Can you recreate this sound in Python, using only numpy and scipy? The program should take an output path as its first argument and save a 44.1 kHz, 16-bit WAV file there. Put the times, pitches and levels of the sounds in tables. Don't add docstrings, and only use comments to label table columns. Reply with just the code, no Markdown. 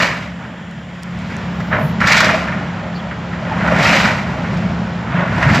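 import sys
import numpy as np
from scipy import signal
from scipy.fft import rfft, irfft, next_fast_len
from scipy.io import wavfile
from scipy.ndimage import map_coordinates

SR = 44100
rng = np.random.default_rng(int(sys.argv[2]) if len(sys.argv) > 2 else 0)


def log_audio(samples):
    frames = np.atleast_2d(samples).T
    limited = np.clip(frames, -1, 1)
    pcm = np.round(limited * 32767).astype(np.int16)
    wavfile.write(sys.argv[1], SR, pcm)


N = 246959

# (time [s], drone level [dB])
LOAD = [(0, -30), (.5, -34.5), (1.04, -34.5), (1.14, -27.5), (1.45, -26.5), (1.9, -23.5), (2.8, -28.5),
        (3.3, -29), (3.7, -24), (4.3, -26.5), (4.7, -23), (5.05, -26.5), (5.6, -26)]
# (frequency [Hz], level [dB])
SPLINTER_SPECTRUM = [(1800, -43), (3200, 2), (4500, 0), (5800, -4), (6800, -9.5), (7500, -9), (8600, -25.5),
                     (12000, -25), (15500, -32)]


def amp(db):
    return 10 ** (np.asarray(db) / 20)


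def unit(x):
    return x / np.sqrt(np.mean(x ** 2) + 1e-20)


def along(points, hz):
    f, v = np.transpose(points)
    return np.interp(np.log(hz + 1), np.log(f + 1), v)


def curves(rows):
    s, *cols = np.transpose(rows)
    return [np.interp(np.arange(N) / SR, s, c) for c in cols]


def wobble(rate_hz):
    return map_coordinates(rng.standard_normal(2048), [np.arange(N) * rate_hz / SR], mode="wrap")


def colour(x, spectrum):
    size = 2 * next_fast_len(len(x) // 2 + 2048)
    gain = amp(along(spectrum, np.fft.rfftfreq(size, 1 / SR)))
    cepstrum = irfft(np.log(gain))
    cepstrum[1:size // 2] *= 2
    cepstrum[size // 2 + 1:] = 0
    return irfft(rfft(x, size) * np.exp(rfft(cepstrum)))[:len(x)]


def add(track, s, sound):
    part = track[max(round(s * SR), 0):][:len(sound)]
    part += sound[:len(part)]


def fractures(rate_hz, spread_db, dust):
    happens = rng.random(N) < rate_hz / SR
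    sizes = amp(spread_db * np.clip(rng.standard_normal(N), -2, 2))
    signs = rng.choice([-1, 1], N)
    return unit(happens * sizes * signs) + dust * rng.standard_normal(N)


def knocks(low_hz, high_hz, cycles, spread_db, count):
    when, pitch, weight, phase = rng.random((count, 4)).T[:, :, None]
    hz = low_hz * (high_hz / low_hz) ** pitch
    n = np.arange(1024)
    decay = np.exp(-n / SR * hz / cycles)
    rings = amp(spread_db * weight) * decay * np.sin(2 * np.pi * (hz * n / SR + phase))
    places = (when * N).astype(int) + n
    return unit(np.bincount(places.ravel(), rings.ravel(), N)[:N])


def engine(flutter_db=1.96, waver_rad=0.13, throb=0.081):
    # (time [s], speed [Hz])
    shaft = [(0, 35.27), (1.2, 35.37), (1.6, 35.04), (3.3, 34.91), (5.6, 34.87)]
    # (multiple of shaft speed, level [dB])
    orders = [(2, -11), (3, -12.5), (4, -9.5), (5, 0), (6, -6.5), (7, -15.5), (8, -21.5), (10, -23.5),
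              (11, -26), (17, -29)]
    # (frequency [Hz], level [dB])
    fan_spectrum = [(150, -29), (260, 0.5), (390, -4.5), (520, 3), (950, -2), (1200, -5.5), (1900, 0.5),
                    (2400, -6.5), (3300, -5), (4200, -22.5), (5700, -21.5), (6500, -26), (7050, -16.5),
                    (8500, -41.5), (15500, -46.5)]
    # (frequency [Hz], level [dB])
    roar_spectrum = [(150, -18), (250, -14.5), (347, -6), (583, -0.5), (809, -1.5), (1410, -4.5),
                     (2200, -11), (2400, -10), (2660, -13), (5500, -25), (7510, -34), (8770, -70),
                     (15500, -57)]
    fan_db = -39
    roar_over_drone_db, roar_db_per_load_db = -4.5, 0.47
    work_start_s, work_rise_s = 0.99, 0.41

    (shaft_hz,), (load_db,) = curves(shaft), curves(LOAD)
    angle = 2 * np.pi * np.cumsum(shaft_hz) / SR
    tones = np.zeros(N)
    for order, db in orders:
        level = amp(db + flutter_db * wobble(20))
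        phase = waver_rad * wobble(14) + 2 * np.pi * rng.random()
        tones += level * np.sin(round(order) * angle + phase)
    drone = np.sqrt(2) * amp(load_db) * tones

    fan = amp(fan_db) * unit(colour(rng.standard_normal(N), fan_spectrum))

    firing = 1 + throb * np.cos(2 * angle)
    roar = unit(colour(rng.standard_normal(N) * firing, roar_spectrum))
    working = np.clip((np.arange(N) / SR - work_start_s) / work_rise_s, 0, 1)
    mean_db = load_db.mean()
    roar_db = roar_over_drone_db + mean_db + roar_db_per_load_db * (load_db - mean_db)
    return drone + fan + working * amp(roar_db) * roar


def surges(layer, lag_s=0, fall_share=1):
    # (full at [s], rise [s], hold [s], fall [s], splitting [dB], boards [dB], splinters [dB], rumble [dB])
    surge_rows = [(0.0, .05, 0.0067, 0.11, -13.5, -4.5, -7.5, -9),
                  (0.41, 0.033, .03, 0.19, -34, 2.5, -19, 0), (1.283, 0.24, 0.059, 0.23, -33, -6, -11, -12),
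                  (1.724, 0.013, .06, 0.041, -18.5, 0, -30, -5),
                  (2.016, .012, 0.036, 0.061, -19.5, -0.5, -15, -5.5),
                  (2.088, 0.026, 0.072, 0.087, -12, -7.5, -7, -22),
                  (2.24, 0.055, 0.061, 0.12, -16, -1, -10, -9.5),
                  (2.502, 0.024, 0.12, 0.31, -27.5, 0.5, -22, -7.5),
                  (3.456, 0.14, .08, 0.16, -36, 3.5, -29, -2),
                  (3.688, 0.19, 0.12, 0.063, -17.5, 0, -19.5, -4),
                  (3.848, 0.06, 0.13, 0.12, -14, -3, -6.5, -12.5),
                  (4.047, 0.032, 0.017, 0.11, -17, -2.5, -10, -2.5),
                  (4.286, 0.11, 0.26, 0.41, -30, 3.5, -13.5, 3),
                  (5.191, 0.1, 0.017, 0.11, -17.5, -2, -29, -1.5),
                  (5.391, 0.11, 0.12, 0.13, -18, -1.5, -17.5, 1),
                  (5.536, 0.073, 0.045, .1, -20.5, -2, -7, 4.5)]
    t, power = np.arange(N) / SR - lag_s, np.zeros(N)
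    for s, rise, hold, fall, db, boards_db, splinters_db, rumble_db in surge_rows:
        over_db = {"splitting": 0, "boards": boards_db, "splinters": splinters_db, "rumble": rumble_db}[layer]
        rising = np.minimum(t - s, 0) / rise
        falling = np.maximum(t - s - hold, 0) / (fall * fall_share)
        power += (amp(db + over_db) * np.exp(rising - falling)) ** 2
    return np.sqrt(power)


def rumble(ground_over_drone_db=-0.5, wreck_db=1):
    # (frequency [Hz], level [dB])
    rumble_spectrum = [(20, -55), (38, -33), (52, -16), (66, -9.5), (90, -6), (120, -2), (160, 0),
                       (220, -3.5), (300, -17), (450, -25), (900, -75.5)]
    load_db, = curves(LOAD)
    heave = np.hypot(amp(load_db + ground_over_drone_db), amp(wreck_db) * surges("rumble"))
    return heave * unit(colour(rng.standard_normal(N), rumble_spectrum))


def crush(boards_db=-3.0, splits_db=-2.5, tearing_db=5, splinters_db=-2, clump_db=0.94):
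    # (frequency [Hz], level [dB])
    board_spectrum = [(150, -18.5), (270, -3.5), (410, -9.5), (560, 4.5), (750, 3), (980, 4), (1200, -5.5),
                      (2500, -46.5)]
    # (frequency [Hz], level [dB])
    split_spectrum = [(500, -20), (900, -5), (1100, -5.5), (1330, -3), (1580, -3.5), (1820, -3.5),
                      (2300, -8.5), (2750, -15.5), (3800, -22.5), (7000, -61.5)]
    # (frequency [Hz], level [dB])
    tearing_spectrum = [(900, -37), (1350, -11), (1600, -10.5), (1900, 1), (2350, 0.5), (2650, -5.5),
                        (2850, -5.5), (3400, -22.5), (6000, -51.5)]
    trickle_db = -42.5, -41.5, -54

    clumps = amp(clump_db * wobble(60))
    tumbling = np.hypot(surges("boards", lag_s=0.0079), amp(trickle_db[0]))
    splitting = np.hypot(surges("splitting"), amp(trickle_db[1]))
    bite = surges("splinters", fall_share=0.86)
    throwing = np.hypot(bite, amp(trickle_db[2]))

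    boards = colour(knocks(247.0, 1300, cycles=2.47, spread_db=9, count=2800), board_spectrum)
    split_rings = knocks(905, 3178, cycles=6.0, spread_db=1.5, count=2400)
    splits = colour(fractures(1100, spread_db=2, dust=0.55) + 0.3 * split_rings, split_spectrum)
    tearing = colour(fractures(800, spread_db=3.0, dust=0.24), tearing_spectrum)
    splinters = colour(fractures(1200, spread_db=-0.5, dust=0.92), SPLINTER_SPECTRUM)
    return clumps * (amp(boards_db) * tumbling * unit(boards)
                     + amp(splits_db) * splitting * unit(splits)
                     + amp(tearing_db) * bite * unit(tearing)
                     + amp(splinters_db) * throwing * unit(splinters))


def cracks(body_db=-10, edge_db=-7, body_t60_s=0.11, edge_t60_s=0.086, attack_s=0.00066):
    # (time [s], level [dB], sharp edge [dB])
    crack_rows = [(.004, -5, -24.5), (0.02, -9, -3), (0.043, -8, -13.5), (.124, -13, -26), (.168, -17, -14),
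                  (1.602, -13, -18), (1.727, -3.5, -40), (1.746, -6.5, -35.5), (2.004, -5.5, -14.5),
                  (2.013, -0.5, -38), (2.04, -0.5, -29), (2.071, 0, -7), (2.119, -4, -0.5), (2.168, -5, -1),
                  (2.176, -3, -4), (2.203, 4, -9), (2.244, -2.5, -7), (2.29, 0, -22), (2.474, -5.5, -27),
                  (2.522, -9.5, -27), (3.111, -14.5, -36), (3.334, -15.5, -25), (3.675, -6, -19.5),
                  (3.826, -9, -4.5), (3.843, -12, -6), (3.928, -3, -13), (4.053, -3, -21),
                  (4.444, -10.5, -33), (4.569, -15.5, -11.5), (5.188, -10, -29), (5.426, 0.5, -21),
                  (5.498, -1, -36), (5.547, -1, -11)]
    # (frequency [Hz], level [dB])
    body_spectrum = [(150, -22), (400, -15.5), (700, -3.5), (1300, 4.5), (1900, 6), (2700, -7), (5000, -38),
                     (8000, -56), (12000, -87.5)]
    out, t = np.zeros(N), np.arange(SR // 5) / SR
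    for s, db, sharp_db in crack_rows:
        fibres = rng.standard_normal((2, len(t))) * amp(1.43 * rng.standard_normal((2, len(t))))
        body = unit(colour(fibres[0], body_spectrum)) * amp(body_db - 60 * t / body_t60_s)
        edge = unit(colour(fibres[1], SPLINTER_SPECTRUM)) * amp(edge_db + sharp_db - 60 * t / edge_t60_s)
        add(out, s, amp(db) * (1 - np.exp(-t / attack_s)) * (body + edge))
    return out


def bucket(x):
    # (frequency [Hz], width [Hz], level [dB])
    modes = [(617, 26, -6), (1426, 79, -5.5), (1847, 184, -12)]
    size = next_fast_len(N + 8192)
    f = np.fft.rfftfreq(size, 1 / SR)
    ring = 0
    for hz, width, db in modes:
        damping = 1j * f * width
        ring = ring + amp(db) * damping / (hz * hz - f * f + damping)
    return irfft(rfft(x, size) * (1 + ring), size)[:N]


def yard(x):
    # (frequency [Hz], t60 [s])
    decay_times = [(200, 0.96), (1500, 0.51), (8000, 0.15)]
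    hz, t, z = signal.stft(rng.standard_normal((2, SR // 2)), SR, nperseg=256)
    decay = amp(-60 * t / along(decay_times, hz)[:, None])
    tail = signal.istft(z * decay, SR, nperseg=256)[1]
    return signal.fftconvolve(x[None], tail / np.linalg.norm(tail[0]), axes=1)[:, :N]


def ticks(t60_s=0.0046):
    # (time [s], peak level [dB])
    tick_rows = [(0.7124, -36), (1.028, -33), (1.0333, -22), (1.1897, -31), (1.367, -24.5)]
    # (frequency [Hz], level [dB])
    tick_spectrum = [(1500, -20), (4200, 1), (7200, 3.5), (9000, -8), (15000, -20.5)]
    out, t = np.zeros(N), np.arange(SR // 40) / SR
    for s, db in tick_rows:
        tick = colour(rng.standard_normal(len(t)) * amp(-60 * t / t60_s), tick_spectrum)
        add(out, s, amp(db) * tick / np.abs(tick).max())
    return out


def scrapes():
    # (peak time [s], level [dB], centre [Hz], width [Hz], rise [s], fall [s])
    scrape_rows = [(1.75, -63, 13900, 2200, .18, 0.085), (1.85, -48.5, 12200, 2000, 0.035, 0.042),
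                   (2.96, -66, 14000, 1800, .012, .035), (2.963, -40.5, 4470, 350, 0.0098, 0.018),
                   (2.99, -41, 3350, 200, 0.0087, 0.015)]
    size = next_fast_len(N)
    out, t, hz = np.zeros(N), np.arange(N) / SR, np.fft.rfftfreq(size, 1 / SR)
    for s, db, centre_hz, width_hz, rise, fall in scrape_rows:
        band_gain = np.exp(-((hz - centre_hz) / width_hz) ** 2 / 2)
        band = irfft(rfft(rng.standard_normal(size)) * band_gain, size)[:N]
        swell = np.exp(-((t - s) / np.where(t < s, rise, fall)) ** 2 / 2)
        out += amp(db) * swell * unit(band)
    return out


def thuds(attack_s=.004):
    # (time [s], level [dB], pitch [Hz], t60 [s])
    thud_rows = [(1.808, -14.5, 635, 0.13), (1.826, -8.5, 151, 0.26), (2.046, -1, 174, 0.078),
                 (2.238, -12, 620, 0.11), (2.335, -6.5, 638, 0.097), (2.562, -10, 180, 0.11),
                 (3.512, -7.5, 870, 0.051), (3.626, -0.5, 167, 0.062), (4.535, -14, 178, 0.25),
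                 (4.659, -12, 185, 0.18), (5.146, -11, 162, 0.11), (5.464, 3, 139.3, 0.12)]
    out, t = np.zeros(N), np.arange(SR // 3) / SR
    for s, db, hz, t60 in thud_rows:
        envelope = amp(db - 60 * t / t60) * (1 - np.exp(-t / attack_s))
        add(out, s, envelope * np.sin(2 * np.pi * hz * t))
    return out


def scene():
    machine = engine()
    wreck = amp(-1.1) * bucket(crush() + cracks())
    echo, spread = yard(wreck)
    mid = machine + rumble() + wreck + amp(-11.5) * echo + ticks() + scrapes() + thuds()

    lean = colour(wreck, [(150, -52), (700, -27), (1300, -22), (2200, -21), (3500, -34)])
    wide_echo = colour(spread, [(150, -43), (550, -28.5), (1100, -16.5),
                                (2000, -21.5), (4000, -13.5), (8000, -17.5)])
    air = amp(-24) * yard(machine)[0]
    wide_air = colour(air, [(180, -30), (600, 4.5), (8000, 10)])
    side = wide_echo + wide_air - lean
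    return np.array([mid + side, mid - side])


def record(dry):
    top_hz = 15750
    held = dry / (1 + np.abs(dry) ** 6) ** (1 / 6)
    size = next_fast_len(N + 8192)
    passed = np.fft.rfftfreq(size, 1 / SR) < top_hz
    return irfft(rfft(held, size) * passed, size)[:, :N]


dry = scene()
out = record(dry)
log_audio(out)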